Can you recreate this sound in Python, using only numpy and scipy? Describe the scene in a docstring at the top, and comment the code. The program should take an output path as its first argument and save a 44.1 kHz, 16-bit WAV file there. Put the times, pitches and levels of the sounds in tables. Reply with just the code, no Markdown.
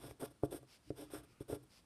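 """A pencil prints letters on a sheet of paper lying on a wooden desk, close by in a quiet room.
Friction of the lead on the fibres is a train of random slips: it hisses in the paper and rumbles in the desk.
Each landing is a half-sine of force that rings the modes of the desk top: a dull thud with a faint tick.
A gloved hand slides along the sheet, its heel murmurs on the desk, and a faint steady noise lies beneath."""
import sys
import numpy as np
from scipy import signal
from scipy.fft import rfft, irfft, next_fast_len
from scipy.io import wavfile
from scipy.ndimage import map_coordinates

SR = 44100
rng = np.random.default_rng(int(sys.argv[2]) if len(sys.argv) > 2 else 0)


def store_pcm(level_fs):
    """Save levels as 16-bit WAV."""
    pcm = np.round(np.clip(level_fs, -1, 1) * 32767).astype(np.int16)
    wavfile.write(sys.argv[1], SR, np.atleast_2d(pcm).T)


N = 81585  # length in samples

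# Strokes of the lead. Each row: start in seconds, length in s, rise in s, fall in s, scratch level in dB,
# extra treble in dB, force on the desk in dB before its filters, moment of most pressure as a share of
# the length, contact cut-off in Hz.
STROKES = [ (-.02, 0.16, 0.071, 0.079, -61.5, -6, -49, 0.43, 760),
           (0.194, .071, 0.022, 0.0091, -57, 0, -36, 0.53, 770),
           (0.249, 0.042, 0.0027, 0.013, -66.5, -15, -75, .3, 900),
           (0.299, 0.026, 0.0087, 0.0075, -72, -0.5, -61, 0.6, 700),
           (0.422, 0.043, 0.036, 0.01, -64.5, -0.5, -41, 0.37, 876),
           (.506, .09, 0.01, 0.043, -59, 1, -40, 0.22, 600),
           (0.624, 0.011, 0.0069, 0.0055, -77.5, 3.5, -52, 0.68, 700),
           (0.951, 0.12, 0.057, 0.065, -58.5, -7.5, -44.5, 0.49, 493),
           (1.1, 0.015, 0.0048, 0.0056, -63, -16, -55.5, 0.12, 1210),
           (1.107, 0.11, 0.037, 0.12, -55, -3.5, -47, 0.4, 1620),
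           (1.231, 0.025, 0.006, 0.011, -72, -3, -60.5, 0.65, 680),
           (1.402, 0.031, 0.0086, .014, -66.5, -2, -49.5, 0.27, 653),
           (1.477, 0.098, 0.033, 0.042, -59, -2.5, -35, 0.52, 600),
           (1.625, 0.02, 0.0092, 0.0067, -75.5, 5, -60.5, 0.57, 700), ]
# Spectra of the scratch and of its sizzling treble. Each row: frequency in Hz, relative level in dB.
SCRATCH_COLOUR = [(200, 6), (500, 8.5), (1000, 8), (1280, 2), (1440, 2), (1750, -6.5), (2000, -0.5),
                  (3050, -0.5), (3500, -0.5), (3900, 0.5), (4300, -8), (4850, -0.5), (5350, 1),
                  (5800, -5.5), (7200, -12.5), (9000, -5.5), (15000, -13)]
SIZZLE_COLOUR = [(6000, -31), (7600, -10.5), (8500, 5), (9500, 3), (10300, -7), (11300, 1.5), (12400, -2.5),
                 (13300, -22.5), (14700, -21), (16000, -3.5)]
# Narrow resonances of pencil and sheet. Each row: frequency in Hz, width in Hz, gain in dB.
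PENCIL_MODES = [(1425, 62, -1), (1660, 80, 7), (3462, 143, 2), (5550, 104, -1), (8570, 250, -5.5),
                (11340, 280, -1)]
# Modes of the desk top. Each row: frequency in Hz, relative level in dB, own 60 dB decay time in s.
DESK_MODES = [(61.3, -0.5, 0.02), (106, -13, 0.19), (132.2, -9, .17), (302.9, -0.5, 0.11),
              (346, -4.5, 0.09), (407.4, 4.5, 0.049), (486, -8, 0.026), (549.7, -2.5, 0.056),
              (682.5, -16, 0.15), (821, -28.5, 0.12), (1056, -6, 0.016), (1156, -9, 0.11), (1365, -2, 0.04),
              (1570, -11.5, 0.069)]
# The lead lands or catches. Each row: start in s, thud peak in dB, contact time in s,
# low cut in Hz, tick level in dB relative to the thud peak.
KNOCKS = [(0.041, -42.5, 0.0011, 183, -28), (.111, -44, 0.00073, 98, -6), (0.2239, -33.5, .0013, 230, -32),
          (0.435, -19.5, 0.00096, 45, -31.5), (0.5276, -39.5, 0.0018, 217, -31),
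          (.5455, -34.5, 0.0013, 213, -48), (.9044, -29.5, .00135, 46, -18.5),
          (1.0216, -42.5, 0.0015, 196, -41), (1.135, -34.5, 0.0017, 246, -39),
          (1.4075, -35.5, 0.0022, 45.4, -43), (1.499, -32.5, 0.0015, 240, -31),
          (1.5304, -28.5, 0.0015, 131, -48)]
# Spectrum of the lead's tick. Each row: frequency in Hz, relative level in dB.
TICK_COLOUR = [(300, 12), (1600, -7.5), (2300, 4), (3000, -32), (5000, -12), (9000, -26), (15000, -34)]
# The glove slides on the sheet. Each row: start in s, length in s, rise in s, fall in s, level in dB.
SLIDES = [(0.667, 0.12, 0.072, 0.051, -64), (0.818, 0.095, 0.12, 0.0069, -69.5),
          (1.041, 0.064, 0.018, .02, -76), (1.257, 0.1, 0.078, 0.041, -76),
          (1.684, .13, 0.063, 0.034, -67.5)]
# Spectra of the glove and of a faint rubbing. Each row: frequency in Hz, relative level in dB.
GLOVE_COLOUR = [(100, 0), (700, 0), (1700, -1), (2700, 3.5), (3800, -0.5), (5000, 6.5), (6700, -6.5),
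                (8500, -3.5), (12000, -8), (15000, -24)]
RUB_COLOUR = [(200, -4), (950, -34), (1200, -2), (1420, -4.5), (1650, -21), (2400, -6.5), (4000, -29),
              (12000, -37)]
# When the rubbing sounds. One row: start in s, length in s, rise in s, fall in s.
RUB_SPAN = (1.055, 0.404, 0.024, .046)
# The heel of the hand shifts its weight. Each row: start in s, length in s, level in dB.
SHIFTS = [(-.03, 0.21, -57.5), (0.215, 0.13, -62), (0.45, 0.12, -56), (0.555, 0.13, -62.5),
          (0.858, 0.045, -64), (0.937, 0.19, -63), (1.09, .17, -58), (1.273, 0.085, -68),
          (1.485, 0.084, -48), (1.57, .11, -66.5)]
# Spectrum of the heel's murmur. Each row: frequency in Hz, relative level in dB.
HEEL_COLOUR = [(25, -71), (55, 6.5), (90, -5), (112, 0.5), (127, 11.5), (145, -8), (180, -7.5),
               (240, -23.5), (292, 4.5), (340, -0.5), (600, -42), (1200, -61), (4000, -125)]
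# Decay of the room. Each row: frequency in Hz, 60 dB decay time in s.
ROOM_DECAY = [(100, 0.34), (400, 0.28), (1500, 0.4), (5000, 0.48), (12000, 0.05)]
# Spectrum of the steady noise. Each row: frequency in Hz, relative level in dB.
FLOOR_COLOUR = [(20, -29), (50, 9.5), (120, 6.5), (190, 6), (300, 4), (500, -2.5), (1300, -7.5),
                (2000, -11.5), (5000, -13.5), (7000, -18.5), (9000, -11.5), (15000, -29)]

FIBRES_PER_S, FIBRE_SPREAD_DB = 9000, 3
FLUTTER_PER_S, FLUTTER_DB = 85, 1.46  # the lead's uneven grip
SIZZLE_DB = -0.5  # over the scratch, before each stroke's extra treble
BUMPS_PER_S, BUMP_SPREAD_DB, BUMP_LOW_HZ = 1600, 4.5, 140
PRESSURE_SAG_DB, TOUCH_S = 22.5, 0.0029  # from firmest moment to a stroke's ends; time to make or lose contact
PAPER_PAD_HZ = 1070  # the sheet cushions each landing
HAND_DAMPING_DB_PER_S = 116  # the landed point and hand press on the desk and shorten its ring
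TICK_T60_S = 0.016
WOOL_SLIPS_PER_S, WOOL_SPREAD_DB = 6600, 2
RUB_DB, FLOOR_DB = -76.5, -71.5
SHIFT_RISE, SHIFT_FALL = 0.5, 0.49  # shares of a shift's length
DESK_ROOM_DB, PAPER_ROOM_DB, ROOM_DELAY_S = -17.5, -16.5, 0.0055
TOP_HZ = 15450


def amp(db):
    """Level to amplitude: 20 dB is a factor of ten."""
    return 10 ** (np.asarray(db) / 20)


def unit(x):
    """Normalisation to an rms of 1."""
    return x / np.sqrt(np.mean(x ** 2) + 1e-20)


def along(points, hz):
    """Interpolation of (Hz, value) points on a logarithmic frequency axis."""
    f, value = np.transpose(points)
    return np.interp(np.log(hz + 1), np.log(f + 1), value)


def filtered(x, response):
    """Linear filtering: the spectrum is multiplied by a response of frequency."""
    m = next_fast_len(N + SR // 2)
    hz = np.fft.rfftfreq(m, 1 / SR)
    return irfft(rfft(x, m) * response(hz), m)[:N]


def coloured(x, points):
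    """Spectral shaping by (Hz, dB) points, at rms 1."""
    return unit(filtered(x, lambda hz: amp(along(points, hz))))


def soften(x, hz):
    """Contact compliance: a soft contact passes little above its cut-off."""
    return signal.sosfilt(signal.butter(2, hz, fs=SR, output="sos"), x)


def low_cut(x, hz):
    """High-pass coupling: a light contact moves little below its low cut."""
    return signal.sosfilt(signal.butter(2, hz, "high", fs=SR, output="sos"), x)


def gate(start, length, rise, fall):
    """Amplitude envelope: quarter-sine rise and fall, multiplied where they overlap."""
    t = np.arange(N) / SR - start
    opening = np.sin(np.pi / 2 * np.clip(t / rise, 0, 1))
    closing = np.sin(np.pi / 2 * np.clip((length - t) / fall, 0, 1))
    return opening * closing


def slips(rate, spread_db):
    """Stick-slip friction: tiny impulses at random times, of random size and sign."""
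    happens = rng.random(N) < rate / SR
    size = amp(spread_db * rng.standard_normal(N))
    return unit(happens * size * rng.choice([-1, 1], N))


def wobble(rate):
    """Slow random modulation: a smooth curve through rate random knots a second."""
    knots = rng.standard_normal(N // 20)
    return map_coordinates(knots, [np.arange(N) * rate / SR], mode="mirror")


def pencil_response(f):
    """Resonance: the direct sound plus one band-pass peak for each mode of pencil and sheet."""
    response = 1
    for hz, width, db in PENCIL_MODES:
        response = response + amp(db) * 1j * f * width / (hz * hz - f * f + 1j * f * width)
    return response


def scratch():
    """Friction noise: the moving lead plucks paper fibres, and pencil and sheet ring with them."""
    fibres = slips(FIBRES_PER_S, FIBRE_SPREAD_DB) * amp(FLUTTER_DB * wobble(FLUTTER_PER_S))
    fibres = filtered(fibres, pencil_response)
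    body, sizzle = coloured(fibres, SCRATCH_COLOUR), coloured(fibres, SIZZLE_COLOUR)
    out = np.zeros(N)
    for start, length, rise, fall, db, treble_db, _, _, _ in STROKES:
        stroke = body + amp(SIZZLE_DB + treble_db) * sizzle
        out += amp(db) * gate(start, length, rise, fall) * stroke
    return out


def desk_ring():
    """Modal impulse response: decaying cosines of the desk top, at unit energy."""
    t = np.arange(SR // 4) / SR
    ring = sum(amp(db - 60 * t / t60) * np.cos(2 * np.pi * hz * t) for hz, db, t60 in DESK_MODES)
    return ring / np.linalg.norm(ring)


def rumble():
    """Forced vibration: coarser bumps shake the desk, most where the hand presses hardest."""
    t, force = np.arange(N) / SR, np.zeros(N)
    bumps = slips(BUMPS_PER_S, BUMP_SPREAD_DB)
    for start, length, _, _, _, _, db, firmest, contact_hz in STROKES:
        # 0 at the firmest moment, 1 at either end
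        away = np.interp(t, [start, start + length * firmest, start + length], [1, 0, 1])
        pressure = amp(db - PRESSURE_SAG_DB * away) * gate(start, length, TOUCH_S, TOUCH_S)
        force += soften(bumps * pressure, contact_hz)
    return signal.fftconvolve(low_cut(force, BUMP_LOW_HZ), desk_ring())[:N]


def knocks():
    """Impact: a half-sine of force through the paper rings the desk, with a decaying noise tick."""
    thuds, ticks = np.zeros(N + SR), np.zeros(N + SR)
    t = np.arange(SR // 4) / SR
    ring = desk_ring() * amp(-HAND_DAMPING_DB_PER_S * t)
    for start, db, contact, low_hz, tick_db in KNOCKS:
        push = np.sin(np.pi * np.clip(t / contact, 0, 1))
        struck = signal.fftconvolve(ring, push)[:len(t)]
        thud = low_cut(soften(struck, PAPER_PAD_HZ), low_hz)
        span = slice(round(start * SR), round(start * SR) + len(t))
        thuds[span] += amp(db) * thud / np.abs(thud).max()
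        ticks[span] += amp(db + tick_db - 60 * t / TICK_T60_S)
    return thuds[:N] + ticks[:N] * coloured(rng.standard_normal(N), TICK_COLOUR)


def glove():
    """Sliding friction: wool fibres brush over the sheet as the hand moves on."""
    wool = coloured(slips(WOOL_SLIPS_PER_S, WOOL_SPREAD_DB), GLOVE_COLOUR)
    return wool * sum(amp(db) * gate(start, length, rise, fall) for start, length, rise, fall, db in SLIDES)


def rub():
    """Band-shaped noise: one faint narrow rubbing swells and fades."""
    return amp(RUB_DB) * coloured(rng.standard_normal(N), RUB_COLOUR) * gate(*RUB_SPAN)


def heel():
    """Low coloured noise: it murmurs as the heel of the hand shifts its weight on the desk."""
    weight = sum(amp(db) * gate(start, length, SHIFT_RISE * length, SHIFT_FALL * length)
                 for start, length, db in SHIFTS)
    return coloured(rng.standard_normal(N), HEEL_COLOUR) * weight


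def room(x):
    """Reverberation: a delayed tail of noise decays at its own rate in each band, the top treble fastest."""
    hz, t, bands = signal.stft(rng.standard_normal(SR // 2), SR, nperseg=256)
    t60 = along(ROOM_DECAY, hz)[:, None]
    # the root evens out the energy of long and short decays
    tail = signal.istft(bands * amp(-60 * t / t60) / np.sqrt(t60), SR, nperseg=256)[1]
    delayed = np.pad(tail / np.linalg.norm(tail), (round(ROOM_DELAY_S * SR), 0))
    return signal.fftconvolve(x, delayed)[:N]


def floor():
    """Stationary noise: the faint steady background of the room."""
    return amp(FLOOR_DB) * coloured(rng.standard_normal(N), FLOOR_COLOUR)


def scene():
    """Superposition: desk and paper, their reverberation, the heel and the steady noise add up."""
    desk = knocks() + rumble()
    paper = scratch() + glove() + rub()
    reverberation = room(amp(DESK_ROOM_DB) * desk + amp(PAPER_ROOM_DB) * paper)
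    return (desk + heel() + paper + reverberation + floor())[None]


def record(dry):
    """Band limitation: nothing is kept from the top frequency upward."""
    return filtered(dry[0], lambda hz: hz < TOP_HZ)[None]


dry = scene()
out = record(dry)
store_pcm(out)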